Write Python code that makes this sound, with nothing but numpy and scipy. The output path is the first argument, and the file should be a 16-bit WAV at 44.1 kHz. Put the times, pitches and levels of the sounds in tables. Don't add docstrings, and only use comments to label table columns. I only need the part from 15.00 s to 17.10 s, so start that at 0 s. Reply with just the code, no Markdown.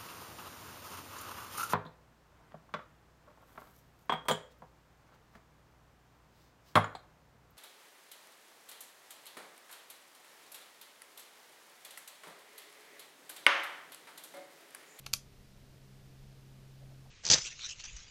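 import sys
import numpy as np
from scipy import signal
from scipy.fft import rfft, irfft, next_fast_len
from scipy.io import wavfile
from scipy.ndimage import map_coordinates

SR = 44100
rng = np.random.default_rng(int(sys.argv[2]) if len(sys.argv) > 2 else 0)


def dump(signal):
    limited = np.clip(np.atleast_2d(signal).T, -1, 1)
    pcm = np.round(limited * 32767).astype(np.int16)
    wavfile.write(sys.argv[1], SR, pcm)


N = 92610


def amp(db):
    return 10 ** (np.asarray(db) / 20)


def unit_rms(x):
    return x / np.sqrt(np.mean(x ** 2) + 1e-20)


def unit_energy(x):
    return x / np.linalg.norm(x)


def along(points, hz):
    f, v = np.transpose(points)
    return np.interp(np.log(hz + 1), np.log(f + 1), v)


def wobble(rate_hz):
    knots = rng.standard_normal(int(N * rate_hz / SR) + 4)
    return map_coordinates(knots, [np.arange(N) * rate_hz / SR])


def coloured(x, db_at):
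    m = 2 * next_fast_len(len(x))
    gain = amp(db_at(np.fft.rfftfreq(m, 1 / SR)))
    cepstrum = irfft(np.log(np.maximum(gain, 1e-6)), m)
    cepstrum[1:m // 2] *= 2
    cepstrum[m // 2 + 1:] = 0
    return irfft(rfft(x, m) * np.exp(rfft(cepstrum)), m)[:len(x)]


def burst(t, decay_s):
    fade = amp(-60 * t / decay_s)
    spectrum = rfft(rng.standard_normal(len(t)) * fade)
    white = irfft(spectrum / (abs(spectrum) + 1e-12), len(t))
    return unit_energy(white * np.sqrt(fade))


# f/Hz, level/dB
HISS_SPECTRUM = [(10, -9.5), (28, -1), (60, -7.5), (100, -9.5), (170, -15), (260, -15.5), (400, -22),
                 (600, -23), (950, -28.5), (2000, -30.5), (5000, -32.5), (8000, -38.5), (15000, -41.5)]


def hiss(level_db=-59):
    noise = coloured(rng.standard_normal(N + SR), lambda hz: along(HISS_SPECTRUM, hz))
    return amp(level_db) * unit_rms(noise[SR:])


# t/s, level/dB
HUM_SECOND_ORDER = [(0, -58), (.4, -65), (.7, -60.5), (1.0, -57), (1.5, -57.5), (1.85, -52.5), (2.1, -57)]
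# multiple of shaft rate, level/dB
HUM_HIGHER_ORDERS = [(3, -70.5), (6, -77.5), (7, -84.5)]


def hum(shaft_hz=66.41, waver_db=.5, drift_rad=.06):
    t, out = np.arange(N) / SR, np.zeros(N)
    second_db = np.interp(t, *np.transpose(HUM_SECOND_ORDER))
    for order, db in [(2, second_db)] + HUM_HIGHER_ORDERS:
        peak = np.sqrt(2) * amp(db + waver_db * wobble(5.83))
        phase = 2 * np.pi * (order * shaft_hz * t + rng.random())
        out += peak * np.sin(phase + drift_rad * wobble(5.4))
    return out


# mid t/s, length/s, level/dB, centre f/Hz
FINGER_RUBS = [(0.044, 0.014, -65, 2860), (1.59, 0.029, -75.5, 596), (1.836, 0.045, -66, 620),
               (1.92, 0.042, -64.5, 600), (2.062, 0.014, -63, 766)]


def fingers(width_oct=.31):
    t, out = np.arange(N) / SR, np.zeros(N)
    for mid_s, length_s, db, centre_hz in FINGER_RUBS:
        band_db = lambda hz: -20 * np.log10(1 + (np.log2((hz + 1) / centre_hz) / width_oct) ** 2)
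        rub = unit_rms(coloured(rng.standard_normal(N), band_db))
        swell = np.exp(-2 * ((t - mid_s) / length_s) ** 2)
        out += amp(db) * rub * swell
    return out


# f/Hz, level/dB
TAIL_SPECTRUM = [(500, 0.5), (1200, -8), (2000, -0.5), (2700, -9), (3300, -1), (4700, -10), (5700, 1),
                 (6400, -2.5), (7600, -5.5), (10000, 5.5), (14000, -3.5)]
# f/Hz, t60/s
TAIL_DECAY = [(500, 0.19), (3000, 0.2), (6300, 0.2), (10000, 0.15), (15000, 0.14)]


def room(x, tail_db=-11.5, near_db=-17):
    def reflect(response, delay_s):
        delayed = np.pad(unit_energy(response), (round(delay_s * SR), 0))
        return signal.fftconvolve(x, delayed)[:N]

    hz, t, noise = signal.stft(rng.standard_normal(SR // 2), SR, nperseg=256)
    envelope_db = along(TAIL_SPECTRUM, hz)[:, None] - 60 * t / along(TAIL_DECAY, hz)[:, None]
    tail = signal.istft(noise * amp(envelope_db), SR, nperseg=256)[1]
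    near = burst(np.arange(SR // 5) / SR, decay_s=.045)
    return amp(tail_db) * reflect(tail, delay_s=.004) + amp(near_db) * reflect(near, delay_s=.003)


# f/Hz, level at detent/dB, level at stop/dB, t60/s
MODES = [(604, -39, -36, .08), (850, -13, -33, 0.043), (1141, -18, -21.5, 0.039), (1334, -7.5, -20, 0.026),
         (1656, -7, -22.5, .014), (2386, -7, -9.5, .018), (2625, -1, -6.5, .016), (2810, 4, -9, 0.0098),
         (3274, -29, -23.5, 0.069), (4150, -5.5, -24, 0.046), (4580, -16, -0.5, 0.01),
         (4960, -13, -8, 0.0076), (5450, -28, -19.5, 0.064), (5910, -11, -5.5, 0.015),
         (6220, -12.5, -2, 0.0098), (6480, -27, -31, 0.1), (7050, -19, -3, 0.011), (7670, -24, -7, 0.01),
         (11450, -10, -20, 0.012), (12500, -27, -8, 0.011), (14550, -3, -16, 0.008)]


def camera_ring(t, part, scatter_db=.2):
    ring = np.zeros(len(t))
    for hz, detent_db, stop_db, t60_s in MODES:
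        db = (stop_db if part == "stop" else detent_db) - scatter_db * rng.standard_normal()
        ring += amp(db - 60 * t / t60_s) * np.sin(2 * np.pi * (hz * t + rng.random()))
    return ring


# f/Hz, level/dB
CRUNCH_SPECTRUM = [(200, -22), (600, -19), (1200, -13), (1850, -18), (2600, 0), (3500, -3.5), (4700, 1),
                   (7300, -1.5), (8600, -4.5), (12500, -6), (15000, -11.5)]
# t/s, level/dB, crunch decay/s, crunch tilt above 1 kHz/(dB/oct), part struck
CONTACTS = [(.0623, -29, 0.0096, -0.5, "detent"), (.0640, -23.5, 0.0088, -3, "detent"),
            (0.0654, -19.5, 0.0037, -5.5, "detent"), (0.1326, -15, 0.021, -1, "stop"),
            (0.1363, -4.5, 0.0043, 0, "stop"), (0.1454, -28.5, 0.0034, 2, "stop")]


def lever(rise_s=.00033, jolt_hz=85.5, jolt_db=-36, jolt_t60_s=.04):
    t, out = np.arange(SR // 5) / SR, np.zeros(N + SR)
    rise = 1 - np.exp(-t / rise_s)
    jolt = amp(jolt_db - 60 * t / jolt_t60_s) * np.sin(2 * np.pi * jolt_hz * t)
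    for start_s, db, decay_s, tilt_db_oct, part in CONTACTS:
        ring = rise * camera_ring(t, part)
        crunch_db = lambda hz: along(CRUNCH_SPECTRUM, hz) + tilt_db_oct * np.log2(np.maximum(hz / 1e3, 1))
        crunch = coloured(rise * burst(t, decay_s), crunch_db)
        click = unit_energy(ring) + unit_energy(crunch)
        out[round(start_s * SR):][:len(t)] += amp(db) * (click + jolt)
    return out[:N]


def scene():
    clicks = lever()
    return (clicks + room(clicks) + fingers() + hum() + hiss())[None]


def record(dry):
    cutoff_hz = 15300
    m = next_fast_len(N + SR // 2)
    hz = np.fft.rfftfreq(m, 1 / SR)
    return irfft(rfft(dry, m) / np.sqrt(1 + (hz / cutoff_hz) ** 240), m)[:, :N]


dry = scene()
out = record(dry)
dump(out)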